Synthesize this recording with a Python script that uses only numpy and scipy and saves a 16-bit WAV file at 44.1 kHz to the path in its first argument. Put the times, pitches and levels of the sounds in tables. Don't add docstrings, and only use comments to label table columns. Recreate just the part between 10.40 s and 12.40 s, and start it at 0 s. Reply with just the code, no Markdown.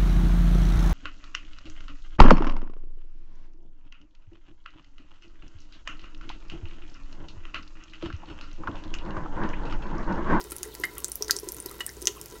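import sys
import numpy as np
from scipy import signal
from scipy.fft import rfft, irfft
from scipy.io import wavfile

SR = 44100
rng = np.random.default_rng(int(sys.argv[2]) if len(sys.argv) > 2 else 0)


def waveform_to_disk(signal):
    frames = np.transpose(np.atleast_2d(signal))
    scaled = np.clip(frames, -1, 1) * 32767
    samples = np.round(scaled).astype(np.int16)
    wavfile.write(sys.argv[1], SR, samples)


N = 2 * SR

# (frequency [Hz], relative level [dB])
NOISE_COLOUR = [(20, -2), (40, 1.5), (55, -35.5), (75, -9), (100, 2.5), (150, -1), (250, -6), (400, -2.5),
                (700, -10), (1200, -15), (2500, -17), (5000, -16), (10000, -20.5), (15500, -17.5)]
# (frequency [Hz], gain [dB], decay time T60 [s])
PIPE_MODES = [(326.5, -7, .15), (358.2, -5, 0.07), (419.7, 2.5, .14), (940, -2.5, 0.043),
              (1369, -9.5, 0.041), (1585, -19.5, 0.23), (1945, -15, 0.14), (2128, -17.5, 0.16),
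              (3028, -15, 0.077), (3734, -16.5, 0.024), (4260, -23, 0.053)]
# (time [s], level [dB])
GURGLE_LEVEL = [(0, -45), (.17, -53), (.33, -48.5), (.5, -51), (.75, -59.5), (.85, -53), (1.07, -51.5),
                (1.33, -50.5), (1.53, -59), (1.7, -53.5), (1.85, -58), (2, -52.5)]
# (frequency [Hz], gain [dB])
TRICKLE_COLOUR = [(300, 2.5), (1000, -0.5), (2000, 0.5), (4000, 0.5)]
SPLASH_COLOUR = [(300, -18), (2000, -5.5), (4000, -9), (5500, 4), (7500, -0.5), (12000, 1.5), (16000, -3)]
MUFFLED_COLOUR = [(300, -5), (1000, 0.5), (3000, 2.5), (4500, 5), (8000, 2), (16000, -10)]
# (time [s], level [dB], pitch [Hz], decay [cycles])
GULPS = [(.003, -38.5, 378, 2.1), (.045, -48, 416, 15), (.208, -44, 359, 6), (.258, -41, 424.6, 15),
         (.398, -34, 378, 1.8), (.642, -39.5, 362, 2.2), (.807, -33, 409.7, 8.8), (.938, -37.5, 389.5, 4.6),
         (.965, -42.5, 408, 8.9), (1.030, -34.5, 403, 3.2), (1.070, -35.5, 361, 2.6),
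         (1.140, -44, 430, 3.5), (1.257, -35, 372, 3.6), (1.403, -40, 375, 1), (1.569, -39.5, 400, 3.7),
         (1.620, -38, 355, 2.3), (1.640, -38, 385, 2.6), (1.672, -37, 392, 4.9), (1.692, -39.5, 401, 7.6),
         (1.937, -39, 420, 5)]
# (time [s], level [dB], pitch [Hz], decay [cycles], splash re bubble [dB])
DROPS = [(.0064, -35.5, 9050, 1, 6), (0.013, -26, 4970, 1.2, -10), (0.0409, -35.5, 9200, 1.5, 4.5),
         (0.1093, -31, 11400, 1.5, 7.5), (0.1197, -20.5, 10100, 0.85, -3), (.1648, -21.5, 10650, 3.4, -6.5),
         (0.1832, -25.5, 6200, 1.2, 1.5), (0.2313, -19, 6580, 4.2, 0.5), (0.231, -23, 9380, 7.3, -1.5),
         (.3432, -29, 13000, 4.4, -17), (0.3508, -28, 13000, 1.7, 5), (0.3997, -27, 12500, 4, -19),
         (.4135, -32, 12100, 4, -12), (.4536, -20.5, 12000, 4.2, -17), (0.582, -16.5, 11000, 1.8, -7.5),
         (0.6032, -27, 12700, 2.5, -3.5), (.6450, -8, 7150, 1.3, -9), (.6826, -24, 8800, 3.1, -10),
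         (.6979, -28, 14100, 3.5, -6), (.7182, -14.5, 9600, 2.4, -8.5), (.7561, -12.5, 12700, 1.7, -11.5),
         (.8237, -12.5, 5730, 4.5, -4), (.8461, -29.5, 6060, 3.2, -5), (0.8819, -22.5, 5150, 1.1, -8),
         (0.9092, -3.5, 4860, 2.7, -7.5), (.9092, -5, 6430, 1.8, -9), (0.961, -30, 5600, 4, -2),
         (0.9654, -48, 6670, 1.4, 0), (.9878, -22.5, 5630, 3.6, -5), (.9991, -26, 11000, 3.3, -7),
         (1.0882, -15, 7180, 1.8, -9), (1.1206, -16.5, 12900, 2.4, -11.5), (1.1455, -25, 9800, 3.3, -6),
         (1.167, -30, 12200, 4, -3), (1.1847, -32.5, 6200, 2.4, 0), (1.2014, -22.5, 9270, 6.8, -7),
         (1.2247, -31, 9200, 5.1, -18), (1.2606, -19.5, 11600, 3.4, -4.5), (1.2955, -30, 11500, 1.6, -5),
         (1.3131, -29.5, 11500, 1.6, 2), (1.3991, -29.5, 12700, 3.4, -14), (1.4646, -13, 9170, 0.83, -7),
         (1.4921, -26, 5570, 1.9, -31), (1.6188, -22, 9300, 2.1, -8), (1.6250, -24.5, 6220, 2.9, -2.5),
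         (1.6555, -19, 6060, 4.4, -3.5), (1.6716, -1.5, 6250, 1.9, -27), (1.6725, -10.5, 3070, 1.07, -5.5),
         (1.7690, -35.5, 10900, 6.3, -14), (1.8137, -26, 9800, 1.1, 1.5), (1.8396, -37, 14100, 2.9, -3),
         (1.859, -37, 11900, 1.5, 10.5)]
# (time [s], level [dB],
# pitch [Hz], decay [cycles], pitch rise [fraction], splash re ring [dB], ring cut off after [s])
PLINKS = [(.1190, -42, 1290, 1.5, 0.046, 4, .01), (0.4368, -25.5, 1995, 25, 0.066, -7, 0.018),
          (0.4371, -22.5, 1663, 2.4, .05, -9, .017), (0.4356, -32, 2850, 7.5, 0.035, -5, .017),
          (.8962, -20.5, 1510, 1.5, 0.11, -14, .013), (1.286, -42, 3940, 21, 0.026, -14, .012),
          (1.405, -29, 1710, 1.7, 0.086, -5, .03), (1.406, -28.5, 2875, 29, 0.029, -4.5, .024),
          (1.6722, -23.5, 2530, 4.5, 0.068, -5.5, 0.0089)]
# (time [s], level per bubble [dB], centre pitch [Hz])
SQUELCHES = [(0.23, -51, 1760), (0.317, -45, 3500), (0.562, -50, 1217), (0.56, -52, 1950),
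             (0.572, -48, 3050), (1.303, -48, 1240), (1.303, -53.5, 1810), (1.477, -44, 1780),
             (1.752, -50, 1070), (1.761, -50.5, 2770)]
# (time [s], level [dB], starting pitch [Hz], duration [s])
BURSTS = [(0.8804, -35.5, 4700, 0.0052), (0.965, -20.5, 4700, 0.0017), (1.087, -32, 5920, 0.00297)]
# (frequency [Hz], gain [dB])
BASIN_COLOUR = [(400, -7), (2000, -2), (5000, -9.5), (8000, -7), (14000, -7)]
ROOM_COLOUR = [(400, -7.5), (2000, -12), (5000, -18.5), (8000, -15), (14000, -15)]
# (frequency [Hz], decay time T60 [s])
ROOM_T60 = [(300, 0.46), (2000, 0.18), (5000, 0.21), (9000, 0.16), (15000, 0.36)]


def amp(db):
    return 10 ** (np.asarray(db) / 20)


def unit_rms(x):
    return x / np.sqrt(np.mean(x ** 2) + 1e-20)


def value_at(points, hz):
    frequencies, values = np.transpose(points)
    return np.interp(np.log(hz + 1), np.log(frequencies + 1), values)


def coloured(x, colour):
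    hz = np.fft.rfftfreq(len(x), 1 / SR)
    return irfft(rfft(x) * amp(value_at(colour, hz)), len(x))


def add(mix, start_s, sound):
    part = mix[max(round(start_s * SR), 0):][:len(sound)]
    part += sound[:len(part)]


def through(x, response):
    return signal.fftconvolve(x, response)[:N]


def background(tone_hz=58.3, rumble_hz=56, half_width_hz=15):
    hz = np.fft.rfftfreq(N, 1 / SR)
    rumble = irfft(rfft(rng.standard_normal(N)) / (1 + ((hz - rumble_hz) / half_width_hz) ** 2), N)
    tone = np.sin(2 * np.pi * (tone_hz * np.arange(N) / SR + rng.random()))
    floor = coloured(rng.standard_normal(N), NOISE_COLOUR)
    return amp(-51) * unit_rms(floor) + amp(-56) * unit_rms(rumble) + amp(-55.5) * unit_rms(tone)


def pipe(x):
    t = np.arange(SR // 3) / SR
    response = np.zeros(len(t))
    for hz, db, t60 in PIPE_MODES:
        unit_gain = 2 * np.log(1000) / (t60 * SR)
        response += unit_gain * amp(db - 60 * t / t60) * np.cos(2 * np.pi * hz * t)
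    return through(x, response)


def gurgle(hits_per_s=160, spread_db=5):
    strength = amp(spread_db * rng.standard_normal(N)) * rng.choice([-1, 1], N)
    trickle = strength * (rng.random(N) < hits_per_s / SR)
    level_db = np.interp(np.arange(N) / SR, *np.transpose(GURGLE_LEVEL))
    return amp(level_db) * unit_rms(pipe(coloured(trickle, TRICKLE_COLOUR)))


def bubble(hz, cycles, rise, swell_cycles):
    t = np.arange(SR // 6) / SR
    age = t * hz / cycles
    envelope = (1 - np.exp(-(t * hz / swell_cycles) ** 2)) * np.exp(-age)
    pitch = hz * (1 + rise * (1 - np.exp(-2 * age)))
    return envelope / envelope.max() * np.sin(2 * np.pi * np.cumsum(pitch) / SR)


def splash(db, decay_s, colour):
    age = np.arange(SR // 6) / SR / decay_s
    noise = coloured(rng.standard_normal(len(age)), colour)
    return amp(db) / 2 * noise * age ** .5 * np.exp(1 - age)


def tick(hz, cycles, splash_db):
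    ring = bubble(hz, cycles, rise=.0063, swell_cycles=1.1)
    return ring + splash(splash_db, decay_s=.00054, colour=SPLASH_COLOUR)


def spray(drops_per_s=260, pitches=30, spread_db=6.5):
    out = np.zeros(N)
    for hz in np.linspace(6020, 15500, pitches):
        strength = amp(spread_db * np.minimum(rng.exponential(1, N), 3))
        hits = strength * (rng.random(N) < drops_per_s / pitches / SR)
        out += through(hits, tick(hz, cycles=1.74, splash_db=-7))
    return amp(-53) * out


def gulps(rise=.042, swell_cycles=.75):
    out = np.zeros(N)
    overtone = amp(-12.5) * bubble(hz=950, cycles=11.5, rise=rise, swell_cycles=swell_cycles)
    for start_s, db, hz, cycles in GULPS:
        ring = bubble(hz, cycles, rise, swell_cycles) + overtone
        add(out, start_s, amp(db) * (ring + splash(db=-15, decay_s=.017, colour=MUFFLED_COLOUR)))
    return out


def drops():
    out = np.zeros(N)
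    for start_s, db, hz, cycles, splash_db in DROPS:
        add(out, start_s, amp(db) * tick(hz, cycles, splash_db))
    return out


def plinks(fade_s=.0023):
    out = np.zeros(N)
    for start_s, db, hz, cycles, rise, splash_db, cutoff_s in PLINKS:
        ring = bubble(hz, cycles, rise, swell_cycles=1.7)
        t = np.arange(len(ring)) / SR
        ring *= (1 - np.tanh((t - cutoff_s) / fade_s)) / 2
        add(out, start_s, amp(db) * (ring + splash(splash_db, decay_s=.0038, colour=MUFFLED_COLOUR)))
    return out


def squelches(count=7, span_s=.022, pitch_spread=.14):
    out = np.zeros(N)
    for start_s, db, centre_hz in SQUELCHES:
        for when, detune in rng.random((count, 2)):
            hz = centre_hz * (1 + pitch_spread * (2 * detune - 1))
            ring = bubble(hz, cycles=4.6, rise=.057, swell_cycles=1.7)
            add(out, start_s + when * span_s, amp(db) * ring)
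    return out


def bursts(top_hz=14600, growth_db=2.5):
    out = np.zeros(N)
    for start_s, db, hz, length_s in BURSTS:
        age = np.arange(0, length_s, 1 / SR) / length_s
        pitch = hz * (top_hz / hz) ** (age ** 2)
        envelope = amp(db + growth_db * age) * signal.windows.tukey(len(age), .5)
        add(out, start_s, envelope * np.sin(2 * np.pi * np.cumsum(pitch) / SR))
    return out


def reflections(x, colour, t60_points, delay_s):
    hz, t, bands = signal.stft(rng.choice([-1., 1.], SR // 2), SR, nperseg=128)
    t60 = value_at(t60_points, hz)[:, None]
    envelope = amp(value_at(colour, hz)[:, None] - 60 * t / t60)
    unit_energy = np.sqrt(2 * np.log(1000) / (t60 * SR))
    tail = signal.istft(bands * envelope * unit_energy, SR, nperseg=128)[1]
    return through(x, np.r_[np.zeros(round(delay_s * SR)), tail])


def scene():
    water = drops() + bursts() + spray() + squelches()
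    plinking, gulping = plinks(), gulps()
    water += plinking + gulping + pipe(amp(17) * plinking + amp(-9.5) * gulping) + gurgle()
    basin_t60_s = .043
    water += reflections(water, BASIN_COLOUR, [(SR / 2, basin_t60_s)], delay_s=.0007)
    water += reflections(water, ROOM_COLOUR, ROOM_T60, delay_s=.005)
    return (water + background())[None]


def record(dry):
    low_pass = signal.firwin(255, cutoff=16050, window=("kaiser", 8), fs=SR)
    return signal.oaconvolve(dry, low_pass[None], "same")


dry = scene()
out = record(dry)
waveform_to_disk(out)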